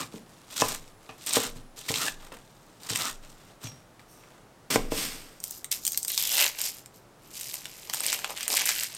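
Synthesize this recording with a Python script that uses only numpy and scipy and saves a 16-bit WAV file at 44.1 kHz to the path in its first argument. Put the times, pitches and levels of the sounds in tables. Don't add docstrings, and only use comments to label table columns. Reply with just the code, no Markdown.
import sys
import numpy as np
from scipy import signal
from scipy.io import wavfile
from scipy.ndimage import uniform_filter1d

SR = 44100
rng = np.random.default_rng(int(sys.argv[2]) if len(sys.argv) > 2 else 0)


def log_audio(samples):
    frames = np.atleast_2d(samples).T
    limited = np.clip(frames, -1, 1)
    pcm = np.round(limited * 32767).astype(np.int16)
    wavfile.write(sys.argv[1], SR, pcm)


N = 395577
TIME = np.arange(N) / SR


def amp(db):
    return 10 ** (np.asarray(db) / 20)


def read(points, hz):
    f, value = np.transpose(points)
    return np.interp(np.log(hz + 1), np.log(f + 1), value)


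def add(mix, s, sound):
    part = mix[max(round(s * SR), 0):][:len(sound)]
    part += sound[:len(part)]


def evened(x):
    return x / np.sqrt(np.mean(x ** 2) + 1e-20)


def band(x, lo_hz, hi_hz, order=3):
    edges = [lo_hz, min(hi_hz, SR / 2 - 1)]
    return signal.sosfilt(signal.butter(order, edges, "band", fs=SR, output="sos"), x)


def shelf(x, db, edge_hz, side):
    one_side = signal.sosfiltfilt(signal.butter(2, edge_hz, side, fs=SR, output="sos"), x)
    return x + (amp(db) - 1) * one_side


def minimum_phase(log_gain):
    return np.exp(np.conj(signal.hilbert(log_gain)))


def colour(x, points, size=4096):
    gain_db = np.maximum(read(points, abs(np.fft.fftfreq(size, 1 / SR))), -100)
    taps = np.fft.ifft(minimum_phase(np.log(amp(gain_db)))).real[:size // 2]
    return signal.oaconvolve(x, taps)[:len(x)]


def running_rms(x, size=700):
    power = uniform_filter1d(uniform_filter1d(x ** 2, size), size)
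    return np.sqrt(abs(power) + 1e-12)


def fracture(hz, decay_s, octaves, size=256):
    burst = rng.standard_normal(size) * np.exp(-np.arange(size) / SR / decay_s)
    pitch = np.log2((abs(np.fft.fftfreq(size, 1 / SR)) + 50) / hz)
    tint = minimum_phase(-np.log(1 + (pitch / octaves) ** 2))
    ring = np.fft.ifft(np.fft.fft(burst) * tint).real
    return ring / np.linalg.norm(ring)


def fractures(per_s, spread_db, clump_db, decay_s, octaves, count=28):
    strain = evened(band(rng.standard_normal(N), 25, 130, order=1))
    size_db = spread_db * np.minimum(rng.exponential(1, N), 4) + clump_db * np.minimum(strain, 1.5)
    sizes = amp(size_db) * (rng.random(N) < per_s / SR)
    kind = rng.integers(0, count, N)
    at = np.flatnonzero(sizes)
    shapes = np.array([fracture(hz, decay_s, octaves) for hz in np.geomspace(1200, 15000, count)])
    shapes *= np.sqrt(np.geomspace(1, 10, count))[:, None]
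    places = at[:, None] + np.arange(shapes.shape[1])
    breaks = shapes[kind[at]] * sizes[at, None]
    return evened(np.bincount(places.ravel(), breaks.ravel(), N)[:N])


def crunch(gains, spectrum, grains, rub_db, crisp_db, body_db, lumps_db):
    sound = colour(grains + amp(rub_db) * rng.standard_normal(N), spectrum)
    crisp, body = band(sound, 2800, 20000), band(sound, 70, 2800, order=5)
    crisp = crisp / running_rms(crisp)
    body = body / running_rms(band(body, 700, 2800))
    lumps = np.clip(evened(band(rng.standard_normal(N), 15, 50, order=2)), -2, 2)
    return amp(lumps_db * lumps) * (amp(crisp_db) * gains[0] * crisp + amp(body_db) * gains[1] * body)


# f/Hz, level/dB
SNAP_COLOUR = [(200, -29), (700, 2), (3000, -3), (6500, -3.5), (8600, 4), (10500, -13.5), (13000, 0.5),
               (16000, -11.5)]


def snaps(rows, octaves, decay_s, crest_db, shiver_db, shiver_s, rise_s=.0007):
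    out, t = np.zeros(N), np.arange(1024) / SR
    for s, peak_db, hz in rows:
        shiver = rng.standard_normal(len(t)) * np.exp(-t / shiver_s)
        shiver *= amp(shiver_db) / np.linalg.norm(shiver)
        shiver[0] += 1
        crack = colour(signal.fftconvolve(shiver, fracture(hz, decay_s, octaves)), SNAP_COLOUR, size=512)
        level = amp(peak_db - crest_db) * np.sqrt(SR / 1000)
        add(out, s + rise_s, level * crack / np.linalg.norm(crack))
    return out


def swell(s, rise_s, hold_s, fall_db_per_s):
    end = s + rise_s + hold_s
    db = np.interp(TIME, [s, s + rise_s], [-15.5, 0], left=-120)
    return amp(db - fall_db_per_s * np.maximum(TIME - end, 0))


def together(parts):
    return np.sqrt(sum(np.array([gain, gain * amp(body_db)]) ** 2 for gain, body_db in parts))


def movements(rows, fall_db_per_s):
    return together((amp(db) * swell(s, rise_s, hold_s, fall_db_per_s), body_db)
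                    for s, rise_s, hold_s, db, body_db in rows)


# f/Hz, level/dB
AIR_COLOUR = [(15, -40), (25, 2), (76, -13.5), (108, -2.5), (190, -5), (236, -8), (270, -6.5), (416, -8),
              (863, -10.5), (1020, -13.5), (1190, -13), (1400, -15.5), (2610, -23), (8590, -28),
              (16000, -36)]
AIR_DB = -55.5
WHINE_HZ, WHINE_DB, WHINE_END_S = 9950, -73.5, 2.1


def air():
    hiss = evened(colour(rng.standard_normal(N), AIR_COLOUR, size=8192))
    fade = np.clip((WHINE_END_S - TIME) * 20, 0, 1)
    whine = np.sqrt(2) * np.sin(2 * np.pi * WHINE_HZ * TIME) * fade
    return amp(AIR_DB) * hiss + amp(WHINE_DB) * whine


PRESS_S, PRESS_START_DB, PRESS_END_DB, BITE_S = 0.091, -24.5, -13.5, 0.003
THICK_S, STOP_DB_PER_S = 0.014, 342
BITE_BODY_DB, STOP_BODY_DB = -9, -5


def stroke(bite, thick, stop, level_db, thick_db):
    press = np.interp(TIME, [bite - PRESS_S, bite - BITE_S, bite], [PRESS_START_DB, PRESS_END_DB, 0],
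                      left=-np.inf)
    crush = thick_db * np.exp(-((TIME - thick) / THICK_S) ** 2 / 2)
    release = STOP_DB_PER_S * np.maximum(TIME - stop, 0)
    body_db = np.interp(TIME, [bite, stop], [BITE_BODY_DB, STOP_BODY_DB])
    return amp(level_db + press + crush - release), body_db


# blade bites t/s, thick of the leaves t/s, stops t/s,
# level/dB, change of level in the thick/dB
STROKES = [(-.15, -.08, 0.011, -35, 2), (0.565, 0.602, 0.74, -35.5, 7.5), (1.267, 1.363, 1.456, -33.5, 10),
           (1.883, 1.94, 2.074, -32, -5.5), (2.89, 3.015, 3.087, -34, 2.5)]
# t/s, rise/s, hold/s,
# level/dB, body against crisp/dB
RUSTLES = [(.115, 0.0033, 0.049, -52.5, -2), (.22, 0.076, 0.19, -62, 0), (.495, 0.014, 0.056, -45.5, -5),
           (.8, .02, 0.071, -59, -3), (.97, 0.069, 0.11, -61, 2), (1.205, .004, .018, -50, -13),
           (1.55, 0.0068, 0.011, -52.5, -2), (1.76, 0.019, 0.0082, -42, -11),
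           (2.17, 0.037, .06, -55.5, 4.5), (2.316, 0.0044, 0.029, -53.5, 5.5), (2.35, .03, 0.48, -65, -18),
           (2.81, 0.045, 0.022, -49.5, 1.5), (3.21, 0.03, 0.012, -54.5, 0.5),
           (3.293, 0.0027, .005, -53, -9), (3.32, 0.063, 0.13, -61.5, 3),
           (3.605, 0.025, 0.029, -46.5, -1.5), (3.7, .02, .07, -64, 3), (3.992, .004, 0.011, -63, 4),
           (4.1, .12, 0.16, -66, 8.5)]
# f/Hz, level/dB
LEAF_COLOUR = [(47, -81), (80, -2.5), (309, 6), (378, 1.5), (751, 2), (1250, 2), (1630, -4), (1740, -3.5),
               (2270, -7), (3790, -6), (6740, -8.5), (8410, -6), (10500, -18), (13400, -12.5), (16000, -26)]


def lettuce():
    wet = fractures(per_s=2000, spread_db=4.5, clump_db=2.5, decay_s=0.00076, octaves=1.21)
    cutting = together(stroke(*row) for row in STROKES)
    shredding = np.hypot(cutting, movements(RUSTLES, fall_db_per_s=229))
    return crunch(shredding, LEAF_COLOUR, wet, rub_db=-3.5, crisp_db=-0.24, body_db=-5, lumps_db=1.93)


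# f/Hz, level/dB, t60/s
BOARD_MODES = [(124, -11, 0.063), (168, -17, 0.11), (253.6, -7, 0.06), (319, -3, 0.043), (475, 0, 0.04),
               (513, 0, 0.026), (625, 0.5, 0.022), (782, -1.5, 0.022), (832, 2.5, 0.018), (986, 7.5, 0.018),
               (1400, -39, .012), (1790, 1.5, 0.026), (2170, -11, .015), (2526, 6.5, 0.021),
               (3570, -21, .02)]
# t/s, peak level/dB, hardness as a cut-off above 80 Hz f/Hz,
# skid after the blow level/dB
KNOCKS = [(0.006, -32.5, 199, 8), (0.141, -30, 213, -0.5), (0.6215, -5, 1440, -9.5),
          (1.0921, -31, 4970, 10), (1.3697, -9.5, 1100, -4.5), (1.385, -26, 600, -22),
          (1.56, -36.5, 173, 5), (1.901, -27, 94, -7.5), (1.9064, -23.5, 500, -0.5), (2.32, -36, 1810, 13),
          (2.907, -30.5, 134, -4), (2.925, -27.5, 350, -13), (3.645, -33, 70.4, -5),
          (3.668, -47, 130.6, 10), (4.7591, -7.5, 543, -23), (4.921, -17, 496, -5)]


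def knocks(skid_s=0.018, low_hz=80):
    out, t = np.zeros(N), np.arange(SR // 3) / SR
    for s, peak_db, hard_hz, skid_db in KNOCKS:
        force = rng.standard_normal(len(t)) * np.exp(-t / skid_s)
        force *= amp(skid_db) / np.linalg.norm(force)
        force[0] += 1
        detune = 1 + .02 * rng.standard_normal(len(BOARD_MODES))
        ring = sum(amp(db - 60 * t / t60) * np.cos(2 * np.pi * hz * d * t)
                   for (hz, db, t60), d in zip(BOARD_MODES, detune))
        sound = band(signal.fftconvolve(force, ring), low_hz, low_hz + hard_hz, order=2)
        add(out, s, amp(peak_db) * sound / abs(sound).max())
    return out


# f/Hz, width f/Hz, level/dB
DRAG_MODES = [(1250, 150, 0), (1770, 140, -10), (2580, 200, -12)]
# middle t/s, spread of the bell-shaped swell/s,
# level/dB, pitch as a factor
DRAGS = [(0.013, 0.024, -37.5, 0.91), (0.699, 0.041, -42.5, 0.87), (1.428, 0.036, -44, 1.16),
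         (2.031, 0.026, -36, 1.03), (2.078, 0.011, -35, 1.38), (3.008, 0.016, -38, 1.08),
         (3.067, .026, -36.5, 1.02)]


def drags():
    out = np.zeros(N)
    for s, spread_s, level_db, pitch in DRAGS:
        t = np.arange(-3 * spread_s, 3 * spread_s, 1 / SR)
        t = t[t + s >= 0]
        rub = rng.standard_normal(len(t))
        rasp = sum(amp(db) * band(rub, hz * pitch - width / 2, hz * pitch + width / 2, order=1)
                   for hz, width, db in DRAG_MODES)
        add(out, s + t[0], amp(level_db) * evened(rasp) * np.exp(-(t / spread_s) ** 2 / 2))
    return out


# t/s, nominal peak level/dB, centre f/Hz
RIB_SNAPS = [(0.577, -16, 5640), (0.59, -20, 4800), (0.6163, -7, 6000), (0.6838, -14, 8100),
             (1.2625, -16, 8340), (1.271, -15.5, 8700), (1.293, -14, 6900), (1.329, -11, 8600),
             (1.334, -6.5, 7950), (1.3573, -5, 5490), (1.8896, -12.5, 2250), (1.94, -9.5, 2970),
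             (1.9579, -10.5, 3770), (1.9724, -22, 4030), (2.0816, -11, 2630), (2.833, -27, 5110),
             (2.902, -14.5, 3660), (2.9577, -8.5, 3750), (3.643, -32, 6000), (3.6708, -24, 2860),
             (3.994, -34, 2110), (4.7576, -6.5, 2480)]


def ribs():
    return snaps(RIB_SNAPS, octaves=0.84, decay_s=.001, crest_db=8.5, shiver_db=-2, shiver_s=0.0052)


# t/s, peak level/dB, f/Hz
SWAYS = [(0.64, -40.5, 16), (1.46, -39.5, 21), (2.101, -42.5, 19.5), (3.1, -42, 20), (4.77, -29.5, 20.8),
         (4.98, -38.5, 19)]


def worktop(swell_s=0.07):
    out, t = np.zeros(N), np.arange(SR) / SR
    for s, db, hz in SWAYS:
        envelope = t / swell_s * np.exp(1 - t / swell_s)
        add(out, s, amp(db) * envelope * np.sin(2 * np.pi * hz * t))
    return out


# f/Hz, level/dB, t60/s
BLADE_MODES = [(2859, -20, 0.12), (6000, -17, .2), (5617, -4, 0.41), (5830, -5, .08), (6050, 0, 0.15),
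               (6480, 1, 0.15), (7500, 0, .12), (8050, 3, .08), (8720, 4, .1), (9200, 7, 0.11),
               (12000, 8, 0.11), (12800, 9, 0.088), (14500, -4, .06)]
# t/s, peak level/dB, rise/s, brightness as a cut-off f/Hz, damping as a factor
BLADE_TOUCHES = [(1.092, -49, 0.0016, 1900, 2), (3.643, -33, 0.0005, 4300, 0.93),
                 (3.67, -33, 0.00058, 3200, 1.5), (4.075, -47, 0.05, 12000, 7.5)]


def blade(tap_s=.004, slide_db=-7):
    out, t = np.zeros(N), np.arange(SR // 2) / SR
    for s, db, rise_s, bright_hz, damping in BLADE_TOUCHES:
        ring = sum(amp(mode_db - 60 * damping * t / t60) / (1 + (hz / bright_hz) ** 4)
                   * np.sin(2 * np.pi * hz * t) for hz, mode_db, t60 in BLADE_MODES)
        force = rng.standard_normal(len(t)) * t * np.exp(-t / rise_s)
        force *= amp(slide_db) / np.linalg.norm(force)
        force[0] += np.exp(-rise_s / tap_s)
        sound = signal.fftconvolve(ring, force)
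        add(out, s, amp(db) * sound / abs(sound).max())
    return out


# t/s, rise/s,
# hold/s, level/dB, body against crisp/dB, fall/dB per s
ONION_CUTS = [(4.702, 0.0026, 0.048, -26.5, -4.5, 602), (4.75, 0.0075, .01, -42, 1.5, 106),
              (4.913, 0.0047, .008, -36, -4, 503), (4.905, 0.069, 0.065, -30.5, -8.5, 136),
              (5.06, .05, .02, -44, -2.5, 65)]
# f/Hz, level/dB
FLESH_COLOUR = [(47, -20), (80, 2.5), (289, 5.5), (877, -7), (1140, -4), (3320, -10), (3960, -12),
                (5170, -8.5), (6740, -13), (8790, -9), (10700, -21.5), (13400, -12), (16000, -29)]


def onion():
    dense = fractures(per_s=5000, spread_db=1, clump_db=2.5, decay_s=0.00042, octaves=1.6)
    slicing = together((amp(db) * swell(s, rise_s, hold_s, fall), body_db)
                       for s, rise_s, hold_s, db, body_db, fall in ONION_CUTS)
    return crunch(slicing, FLESH_COLOUR, dense, rub_db=-1, crisp_db=-1.6, body_db=-5.1, lumps_db=0.9)


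# t/s, nominal peak level/dB, centre f/Hz
SKIN_SNAPS = [(5.4016, -25.5, 8540), (5.439, -12.5, 7160), (5.4799, -29, 9000), (5.5089, -17.5, 8900),
              (5.6437, -15.5, 3970), (5.7146, -8.5, 8300), (5.7217, -14, 4930), (5.8508, -10, 6400),
              (5.855, -19, 6740), (5.8659, -7, 6900), (5.877, -7.5, 7210), (5.9194, -14, 7800),
              (5.9314, -16, 6050), (5.9454, -17, 4800), (5.9746, -5.5, 8400), (6.0294, -12.5, 7960),
              (6.048, -13.5, 6320), (6.0802, -10.5, 9050), (6.102, -14.5, 4020), (6.1764, -3.5, 3950),
              (6.2242, -10, 7600), (6.3265, -12.5, 8100), (6.3804, -4.5, 4730), (6.4074, -5, 4860),
              (6.4637, -9, 4090), (6.4778, -14, 6340), (6.5884, -25, 8580), (6.6148, -9.5, 8900),
              (6.8592, -27.5, 5250), (7.4101, -17.5, 8800), (7.5403, -14.5, 8550), (7.655, -20, 4800),
              (7.897, -15.5, 4560), (7.9359, -10, 7930), (7.9444, -12.5, 8780), (7.9693, -20, 5490),
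              (8.0045, -10, 8750), (8.0638, -6.5, 8850), (8.1279, -7, 5700), (8.1903, -21, 4950),
              (8.2441, -12.5, 3640), (8.3035, -21.5, 8640), (8.3744, -18.5, 5400), (8.4073, -17, 5310),
              (8.4292, -14, 5600), (8.4792, -7, 8900), (8.5694, -6, 8500), (8.6552, -9.5, 7980),
              (8.6902, -5.5, 4360), (8.7974, -14, 8450), (8.8336, -10.5, 8830), (8.9486, -19.5, 7920)]
# t/s, rise/s, hold/s, level/dB, body against crisp/dB
PULLS = [(5.42, 0.017, 0.14, -47, -24), (5.711, 0.0054, 0.0094, -30, -13), (5.81, 0.015, 0.22, -46.5, -34),
         (6.07, .012, 0.072, -34, -19), (6.174, 0.0065, 0.17, -31.5, -13),
         (6.28, 0.078, 0.095, -28.5, -7.5), (6.37, 0.027, 0.036, -28, 0), (6.5, 0.049, 0.063, -48.5, -2.5),
         (6.575, 0.011, .03, -35, -10), (6.61, 0.031, 0.033, -31, -14.5), (6.73, .01, 0.047, -49, -12),
         (6.935, .006, .025, -57, -17), (7.19, 0.054, 0.095, -58.5, -9), (7.305, 0.054, 0.21, -40.5, -14.5),
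         (7.57, 0.027, 0.46, -49.5, -8.5), (7.925, 0.0065, 0.072, -38.5, -11.5),
         (8.015, 0.023, 0.11, -33, -7), (8.18, .01, 0.089, -46, -4.5), (8.28, 0.018, .015, -41.5, -7),
         (8.35, 0.014, 0.09, -42, -3), (8.485, 0.025, 0.051, -27, -14), (8.56, 0.0039, 0.051, -30, -3),
         (8.654, 0.0013, 0.057, -28.5, -8.5), (8.74, 0.01, 0.095, -33.5, -10.5),
         (8.87, 0.026, 0.083, -48, -5)]
# f/Hz, level/dB
SKIN_COLOUR = [(120, -29), (200, -3.5), (590, -9.5), (883, -15.5), (1320, -20), (1480, -15), (2290, -12),
               (2560, -13), (3310, -10), (4860, 1.5), (5630, 0), (8120, 2), (10500, -5), (13600, 0.5),
               (16000, -18)]
# t/s, top treble level/dB, body of each crack level/dB
SKIN_LAYERS = [(5.9, 6, -4), (6.6, 3.5, 5), (7.6, -0.5, 9), (8.9, -1, 7)]


def peel():
    dry = fractures(per_s=1600, spread_db=3.4, clump_db=2.0, decay_s=0.00053, octaves=0.72)
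    pulling = movements(PULLS, fall_db_per_s=291)
    tearing = crunch(pulling, SKIN_COLOUR, dry, rub_db=-11, crisp_db=-.2, body_db=-.5, lumps_db=1.2)
    cracks = snaps(SKIN_SNAPS, octaves=0.94, decay_s=.001, crest_db=8.5, shiver_db=-6, shiver_s=0.011)
    s, top_db, body_db = np.transpose(SKIN_LAYERS)
    cracks = shelf(cracks, np.interp(TIME, s, body_db), 2800, "lowpass")
    skin = tearing + cracks + pulling[0] * flap(dry, width_hz=900)
    skin = shelf(skin, np.interp(TIME, s, top_db), 13200, "highpass")
    return band(skin, 560, 20000, order=3) + fingers(dry)


def resonate(x, hz, width):
    turn = np.exp(2j * np.pi * np.cumsum(hz) / SR)
    r = np.exp(-np.pi * width / SR)
    return 2 * (turn * signal.lfilter([1 - r], [1, -r], x / turn)).real


# start t/s, end t/s, start f/Hz, end f/Hz,
# level against the crisp pulls/dB
FLAPS = [(5.82, 5.975, 7000, 6450, 0), (6.067, 6.462, 4400, 2130, -3.5), (6.562, 6.75, 2200, 2360, -23),
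         (8.625, 8.89, 1760, 1410, -14.5)]


def flap(grains, width_hz, waver=0.02, fade_s=0.043):
    rows = np.array(FLAPS)
    pitch = np.interp(TIME, rows[:, :2].ravel(), rows[:, 2:4].ravel())
    pitch = pitch * np.exp(waver * evened(band(rng.standard_normal(N), 7.0, 47, order=2)))
    ring = resonate(resonate(grains, pitch, width_hz), pitch, width_hz)
    gain = sum(amp(db) * np.clip(np.minimum(TIME - start, end - TIME) / fade_s, 0, 1)
               for start, end, _, _, db in FLAPS)
    return gain * ring / running_rms(ring)


# t/s, level/dB
FINGERS = [(7.85, -59), (8.13, -40), (8.22, -55), (8.31, -39), (8.4, -79), (8.5, -38.5), (8.62, -46),
           (8.95, -75)]


def fingers(grains, lo_hz=200, hi_hz=700):
    s, db = np.transpose(FINGERS)
    return amp(np.interp(TIME, s, db, -120, -120)) * evened(band(grains, lo_hz, hi_hz, order=2))


# f/Hz, t60/s
KITCHEN_T60 = [(120, 0.83), (500, 0.33), (2000, 0.24), (6000, 0.26), (15000, 0.16)]


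def kitchen(x, first_s=0.0048):
    taps = rng.standard_normal(SR // 2) * (np.arange(SR // 2) > first_s * SR)
    hz, t, z = signal.stft(taps, SR, nperseg=256)
    decay = amp(-60 * t / read(KITCHEN_T60, hz)[:, None])
    tail = signal.istft(z * decay, SR, nperseg=256)[1]
    return signal.fftconvolve(x, tail / np.linalg.norm(tail))[:N]


def scene():
    close = lettuce() + drags() + ribs() + blade() + onion() + peel()
    wood = knocks()
    room = kitchen(amp(-13) * close + amp(-9.5) * wood)
    return (close + wood + room + worktop() + air())[None]


def record(dry, edge_hz=16300):
    taps = signal.firwin(255, edge_hz, window=("kaiser", 9), fs=SR)
    return signal.oaconvolve(dry, taps[None], "same")


dry = scene()
out = record(dry)
log_audio(out)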